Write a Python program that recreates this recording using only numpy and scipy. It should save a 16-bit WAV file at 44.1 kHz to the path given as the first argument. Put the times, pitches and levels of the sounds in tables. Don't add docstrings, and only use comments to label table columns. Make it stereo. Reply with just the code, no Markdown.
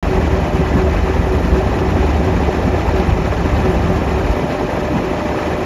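import sys
import numpy as np
from scipy import signal
from scipy.fft import rfft, irfft, next_fast_len
from scipy.io import wavfile
from scipy.ndimage import uniform_filter1d, map_coordinates

SR = 44100
rng = np.random.default_rng(int(sys.argv[2]) if len(sys.argv) > 2 else 0)


def to_wav(s):
    ch = np.atleast_2d(s).T
    pcm = np.round(np.clip(ch, -1, 1) * 32767)
    wavfile.write(sys.argv[1], SR, pcm.astype(np.int16))


N = 249165
TIME = np.arange(N) / SR


def amp(db):
    return 10 ** (np.asarray(db) / 20)


def unit(x):
    return x / np.sqrt(np.mean(x ** 2) + 1e-20)


def along(points, hz):
    freq_hz, value = np.transpose(points)
    return np.interp(np.log(hz + 1), np.log(freq_hz + 1), value)


def curves(rows):
    time_s, *columns = np.transpose(rows)
    return [np.interp(TIME, time_s, column) for column in columns]


def wobble(rate):
    coarse = TIME[::16]
    knots = rng.standard_normal(int(N * rate / SR) + 4)
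    return np.interp(TIME, coarse, map_coordinates(knots, [coarse * rate]))


def swells(rows, half_s):
    coarse = TIME[::32]
    power = sum(amp(2 * db) * np.exp(-((coarse - crest_s) / half_s) ** 2) for crest_s, db in rows)
    return np.sqrt(np.interp(TIME, coarse, power))


def even(x, seconds):
    power = uniform_filter1d(x.mean(axis=0) ** 2, int(seconds * SR))
    return x / np.sqrt(np.abs(power) + 1e-9)


def filtered(x, response):
    size = next_fast_len(N + 8192)
    return irfft(rfft(x, size) * response(np.fft.rfftfreq(size, 1 / SR)), size)[..., :N]


# freq_hz, left_leads_rad [radians]
LEAD = [(30, 0.5), (400, -1.52), (600, 0.26), (800, 0.27), (1250, 2), (1500, 3.5), (1900, 7.5), (2600, 6.5),
        (5500, 6), (6300, 5), (7000, 8.5)]
# freq_hz, likeness [0-1], left_leads [half turns]
TREBLE = [(7650, 1, 1), (8800, 1, 1), (9600, .7, .5), (10400, 1, 0), (12400, 1, 0), (13100, .5, -.4),
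          (13800, 1, -1)]


def lead(hz):
    return along(LEAD + [(freq_hz, np.pi * turns) for freq_hz, _, turns in TREBLE], hz)


# freq_hz, likeness [0-1]
ALIKE = [(30, 0.6), (75, 0.78), (130, 0.38), (300, 0.55), (500, 0), (900, 0.32), (1600, 0), (2600, 0.61),
         (4000, 0.36), (6000, 0.53)]
# freq_hz, left_minus_right_db
PAN = [(100, 0), (800, 0), (1500, -2.5), (2200, 1), (3500, 1.5), (6000, 2)]


def ports(hz):
    likeness = along(ALIKE + [row[:2] for row in TREBLE], hz)
    turn = np.arccos(np.clip(likeness, 0, 1)) / 2
    pan_db = along(PAN + [(TREBLE[0][0], 0)], hz)
    half = amp(pan_db / 2) * np.exp(.5j * lead(hz))
    left = [np.cos(turn) * half, np.sin(turn) * half]
    right = [np.cos(turn) / half, -np.sin(turn) / half]
    return np.array([left, right])


# centre_hz, width_hz, level_db
PANELS = [(376, 40, -3), (718, 30, -2.5), (770, 50, 3.3), (1085, 25, 3), (1190, 50, 3), (1305, 50, 4),
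          (1490, 90, -2), (1592, 40, 4), (1722, 25, 5), (1768, 25, -3.5), (1800, 50, 3.5), (2012, 30, 7),
          (2130, 60, -3.5), (2313, 18, 5), (2475, 40, 3), (2850, 80, -2), (2981, 35, 5), (3831, 50, 3),
          (3975, 90, -2.5), (4090, 60, 2.5), (4930, 200, -2), (5110, 90, 2.5), (5370, 90, 3),
          (6450, 60, 3.5), (6760, 60, 3)]


def cab(hz):
    return amp(sum(db / (1 + (2 * (hz - centre) / width) ** 2) for centre, width, db in PANELS))


def noise(spectrum, swell, patchy_db):
    grains = signal.stft(rng.standard_normal((2, N)), nperseg=256)[2]
    field = rng.standard_normal(grains.shape[1:])
    field = uniform_filter1d(uniform_filter1d(field, size=3, axis=0), size=5, axis=1)
    field = field - uniform_filter1d(field, size=40, axis=1)
    patchy = signal.istft(grains * amp(patchy_db * unit(field)), nperseg=256)[1][:, :N]
    shape = lambda hz: amp(along(spectrum, hz)) * cab(hz) * ports(hz)
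    out = filtered(swell * patchy, shape).sum(axis=1)
    return out / np.sqrt(np.mean(out.mean(axis=0) ** 2))


def tone(hz, db, pan_db, jitter):
    phase = 2 * np.pi * np.cumsum(hz + jitter * wobble(6.025)) / SR + rng.uniform(0, 2 * np.pi)
    lag = lead(np.mean(hz)) / 2
    left = amp(pan_db / 2) * np.sin(phase + lag)
    right = amp(-pan_db / 2) * np.sin(phase - lag)
    return np.sqrt(2) * amp(db) * np.array([left, right])


def lumps(rate, rise_s, fall_s):
    hits = (rng.random(N) < rate / SR) * rng.uniform(0.6, 1, N)
    t = TIME[:SR // 4]
    x = signal.fftconvolve(hits, np.exp(-t / fall_s) - np.exp(-t / rise_s))[:N]
    x = unit(x - uniform_filter1d(x, SR // 10))
    return unit(np.tanh(x / 2))


# time_s, rate_hz [cycles a second]
SPEED = [(0, 24.885), (.9, 24.875), (1.3, 24.843), (3.5, 24.843), (3.8, 24.875), (4.9, 24.878),
         (5.65, 24.91)]


def cycles(since_s):
    angle = 2 * np.pi * np.cumsum(curves(SPEED)[0]) / SR
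    return angle - angle[round(since_s * SR)]


# time_s, level_db
RUMBLE = [(.05, -19), (.75, -17.5), (1.05, -16), (1.7, -19), (2.15, -16), (2.7, -18), (3.3, -18.5),
          (4.3, -17.5), (4.47, -28), (5.64, -28.5)]
# crest_s, level_db [rms, before the throb]
LURCHES = [(0.059, -16.5), (0.177, -12), (0.331, -14), (0.472, -22), (0.544, -21), (0.955, -18),
           (0.99, -18), (1.035, -14.5), (1.186, -13), (1.355, -12.5), (1.54, -8), (1.667, -12.5),
           (1.819, -20), (2.168, -21), (2.483, -15.5), (2.63, -17.5), (2.882, -14.5), (3.125, -13),
           (3.279, -18), (3.376, -19), (3.456, -15), (3.542, -13), (3.644, -21), (3.769, -19.5),
           (3.853, -18), (4.161, -16.5), (4.308, -13), (4.746, -22), (4.986, -32), (5.107, -27),
           (5.308, -26), (5.415, -39), (5.508, -29)]
# freq_hz, density_db [relative dB per Hz]
LOW = [(15, -55), (25, -46), (48, -1), (75, -0.5), (100, -9), (135, -15.5), (180, -12), (300, -52),
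       (600, -68.5)]
LURCH_S = 0.013
CALM_DB = -1.5
THROB, THROB_CREST_S = .28, .0325


def rumble():
    calm = amp(curves(RUMBLE)[0] + CALM_DB + 1.6 * wobble(24))
    gain = np.hypot(calm, swells(LURCHES, LURCH_S))
    throb = 1 + THROB * np.cos(cycles(THROB_CREST_S))
    return gain * throb * even(noise(LOW, 1, patchy_db=0.5), seconds=0.054)


# crest_s, level_db [rms]
SURGES = [(0.113, -22), (0.238, -20), (0.415, -18), (0.553, -14), (0.598, -17), (0.764, -13),
          (1.202, -18.5), (1.465, -16.5), (1.565, -18), (1.769, -21.5), (1.982, -16.5), (2.299, -22),
          (2.664, -15), (3.079, -15.5), (3.465, -21), (3.592, -15.5), (3.703, -21), (3.952, -21),
          (4.109, -24.5), (4.44, -17.5), (4.646, -24), (4.79, -22), (4.957, -14), (5.07, -28), (5.2, -28),
          (5.38, -25.5), (5.524, -19.5)]
# freq_hz, density_db [relative dB per Hz]
GROWL = [(60, -60), (105, -15.5), (140, -7.5), (175, 1), (205, -11), (260, -6.5), (330, -14.5), (420, -24),
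         (700, -68)]
SURGE_S = 0.015
GROWL_DB, GROWL_FOLLOWS = -33.5, 1


def growl():
    shake_db, = curves(RUMBLE)
    calm_db = GROWL_DB + GROWL_FOLLOWS * (shake_db - shake_db.mean()) + 5.1 * wobble(22.02)
    gain = np.hypot(amp(calm_db), swells(SURGES, SURGE_S))
    blows = amp(2.8 * lumps(rate=44, rise_s=0.0022, fall_s=0.0097))
    return gain * even(noise(GROWL, blows, patchy_db=0.5), seconds=0.066)


# start_s, level_db [before rise and decay], pitch_hz
BUMPS = [(0.475, -11, 805), (2.887, -5, 900), (3.001, -6, 790), (4.175, -7, 606), (4.489, -13, 810),
         (4.731, -12, 649), (4.884, -6, 603), (4.981, -13, 655), (5.147, -11, 625)]


def bumps():
    bump = np.zeros((2, N + SR))
    t = TIME[:SR // 8]
    for start_s, db, pitch_hz in BUMPS:
        envelope = amp(db - 60 * t / 0.031) * (1 - np.exp(-t / 0.0012))
        bump[0, round(start_s * SR):][:len(t)] += envelope * np.sin(2 * np.pi * pitch_hz * t)
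    return filtered(bump[:, :N], ports).sum(axis=1)


# start_s, level_db [noise burst before its band filter]
KNOCKS = [(0.6554, -24), (1.1914, -30), (1.789, -16), (1.989, -21), (2.5248, -17), (2.9648, -22),
          (2.9996, -14), (3.5141, -30), (3.699, -20), (4.596, -19)]


def knocks():
    crack = np.zeros((2, N + SR))
    t = TIME[:SR // 8]
    for start_s, db in KNOCKS:
        decay = amp(db - 60 * t / 0.044)
        crack[:, round(start_s * SR):][:, :len(t)] += decay * rng.standard_normal((2, len(t)))

    def band(hz, centre, width):
        return (1j * hz * width / (centre * centre - hz * hz + 1j * hz * width + 1)) ** 2

    return filtered(crack[:, :N], lambda hz: band(hz, 2050, 2100) * ports(hz)).sum(axis=1)


# time_s, level_db [rms before its wavering]
AUGER = [(.05, -20.5), (.6, -21.5), (1.15, -21.5), (1.6, -20), (2.9, -20), (3.3, -21), (3.7, -20),
         (4.4, -20.5), (5.64, -21)]
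# time_s, level_db [rms before pulse and wavering]
FLOW = [(.05, -27.5), (1, -28), (2.1, -27.5), (3, -27.5), (3.9, -27), (4.3, -28), (5.1, -28), (5.4, -27),
        (5.64, -28)]
# time_s, level_db [over the flow's mean level]
CHUTE = [(.05, -27.5), (1.1, -28.5), (1.4, -25.5), (1.7, -28), (3.5, -28.5), (3.7, -25.5), (3.85, -28),
         (4.4, -26.5), (5.2, -28), (5.64, -26)]
# freq_hz, density_db [relative dB per Hz]
ROAR = [(40, -23), (110, -4.5), (180, -8), (230, -3), (350, -1), (450, -4.5), (700, -7.5), (1000, -15),
        (1500, -43), (2500, -84), (6000, -120)]
RUSH = [(150, -100), (400, -60), (800, 0), (1000, -1), (1450, -5), (1900, -6), (2150, -8.5), (2550, -9.5),
        (2900, -14), (3400, -18), (4100, -19.5), (4800, -23), (5500, -22.5), (7500, -27.5), (8850, -24.5),
        (9300, -47), (11000, -63)]
HISS = [(5000, -90), (8000, -23), (8900, 9.5), (9600, 8.5), (11200, 3), (12600, 4.5), (13100, 5.5),
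        (14000, 4), (15200, -2)]
SHAFT_HZ, SHAFT_CREST_S = 9.12, .025


def snow():
    lump = lumps(rate=66, rise_s=0.0035, fall_s=0.029)
    firing = np.cos(3 * cycles(0))
    pulse = np.cos(2 * np.pi * SHAFT_HZ * (TIME - SHAFT_CREST_S))
    flow_db = curves(FLOW)[0] + 0.39 * pulse + 0.46 * wobble(19)
    mean_db = flow_db.mean()
    hiss_db = curves(CHUTE)[0] + mean_db + 0.89 * (flow_db - mean_db)
    roar = noise(ROAR, amp(0.38 * lump + 1.2 * wobble(70)), patchy_db=2.3)
    roar = even(roar, seconds=0.09)
    rush = noise(RUSH, amp(0.63 * lump + 0.16 * wobble(150) + 0.17 * firing), patchy_db=1.5)
    hiss = noise(HISS, amp(0.54 * lump + 0.68 * wobble(310)), patchy_db=3.0)
    roar_db = curves(AUGER)[0] + 0.83 * wobble(30)
    return amp(roar_db) * roar + amp(flow_db) * rush + amp(hiss_db) * hiss


# time_s, lower_db, upper_db [rms before wavering, balance and beat]
HUM = [(.05, -37, -27.5), (.62, -33, -32.5), (.85, -34, -23.5), (1.09, -32, -36), (1.33, -32, -28.5),
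       (1.6, -34.5, -26.5), (2.03, -31, -29), (2.27, -41, -31), (2.75, -37, -34), (2.99, -29.5, -28),
       (3.22, -39, -33.5), (3.45, -36, -38.5), (3.69, -28, -29.5), (3.93, -34, -34), (4.15, -31.5, -32),
       (4.4, -34.5, -31), (4.85, -35, -36), (5.1, -32.5, -31), (5.6, -40, -29.5)]
# freq_hz, density_db [relative dB per Hz]
DRONE = [(250, -120), (325, -40), (355, -8), (376.5, 0), (398, -8), (430, -40), (560, -120)]
HUM_MULTIPLE, HUM_GAP = 15, .1706
HUM_CREST_S = .148
CREST_DB = 2.5
ROUGH_DB, ROUGH_BEATS = -4, .8


def housing():
    low_db, high_db = curves(HUM)
    angle = HUM_MULTIPLE * cycles(0) + .3 * wobble(6)
    beat = HUM_GAP * cycles(HUM_CREST_S) + .3 * wobble(8)
    lower = amp(low_db + 1.5 * wobble(6)) * np.sin(angle)
    upper = amp(high_db + 1.3 * wobble(7.9)) * np.sin(angle + beat)
    rough = even(noise(DRONE, 1, patchy_db=2.5), seconds=0.068)
    rough = amp(high_db + ROUGH_DB) * (1 + ROUGH_BEATS * np.cos(beat)) * rough
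    side_db = [[-1.3], [1.1]] + CREST_DB * np.cos(beat)
    return np.sqrt(2) * amp(side_db) * (lower + upper) + rough


MULTIPLES = [6, 7, 8, 10, 14, 21, 28, 31, 39, 41, 48, 56, 70, 78.17]
# level_db [rms], left_minus_right_db, unsteadiness_db
ORDERS = [(-40, 0, 3), (-33, -1, 1.5), (-40, 2, 3), (-42, 0, 3), (-40, 0, 3), (-44, -10, 3), (-43, -9, 2),
          (-45, 7, 3), (-50, 0, 3), (-47, 6, 3), (-54, -6, 3), (-46.5, 10.5, 3), (-49, 0, 3), (-49.5, 9, 2)]
# level_db [over the rumble], left_minus_right_db,
# unsteadiness_db
BEAT = [(-13, 1, 2.5), (-10.5, 1.5, 2.5), (-15, 1, 3)]
# time_s, level_db [rms before its wavering]
WHINE = [(.05, -33), (.3, -31.5), (.55, -31), (.65, -37), (.78, -32.5), (1.15, -40), (1.7, -44),
         (2.28, -38), (2.4, -31), (2.55, -32), (2.85, -39), (2.97, -33.5), (3.1, -45), (3.4, -35),
         (3.98, -33.5), (4.1, -43), (4.22, -31), (4.65, -30), (4.74, -32), (4.9, -28), (5.14, -30.5),
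         (5.26, -28.5), (5.64, -30)]
# freq_hz, density_db [relative dB per Hz]
WHINE_BAND = [(450, -120), (570, -30), (597, 0), (628, -30), (750, -120)]
WHINE_MULTIPLE, RASP_DB = 24, -10


def engine():
    speed, = curves(SPEED)
    shake_db = uniform_filter1d(curves(RUMBLE)[0], SR // 4)
    out = np.zeros((2, N))
    for multiple, (db, pan_db, loose_db) in zip(MULTIPLES, ORDERS):
        out += tone(multiple * speed, db + loose_db * wobble(4.96), pan_db, jitter=1.06)
    for multiple, (db, pan_db, loose_db) in enumerate(BEAT, 2):
        out += tone(multiple * speed, shake_db + db + loose_db * wobble(5.4), pan_db, jitter=0.3)
    whine_db = curves(WHINE)[0] + 0.9 * wobble(35)
    whine = tone(WHINE_MULTIPLE * speed, whine_db, pan_db=-2.5, jitter=.7)
    rasp = amp(whine_db + RASP_DB) * noise(WHINE_BAND, 1, patchy_db=4.0)
    return out + whine + rasp


def scene():
    return rumble() + growl() + bumps() + knocks() + snow() + housing() + engine()


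START_S, TOP_HZ = .0265, 15150


def record(dry):
    soft = dry / (1 + np.abs(dry / .97) ** 6) ** (1 / 6)
    opening = np.clip((TIME - START_S) / .0004, 0, 1)
    return filtered(soft * opening, lambda hz: hz < TOP_HZ)


dry = scene()
out = record(dry)
to_wav(out)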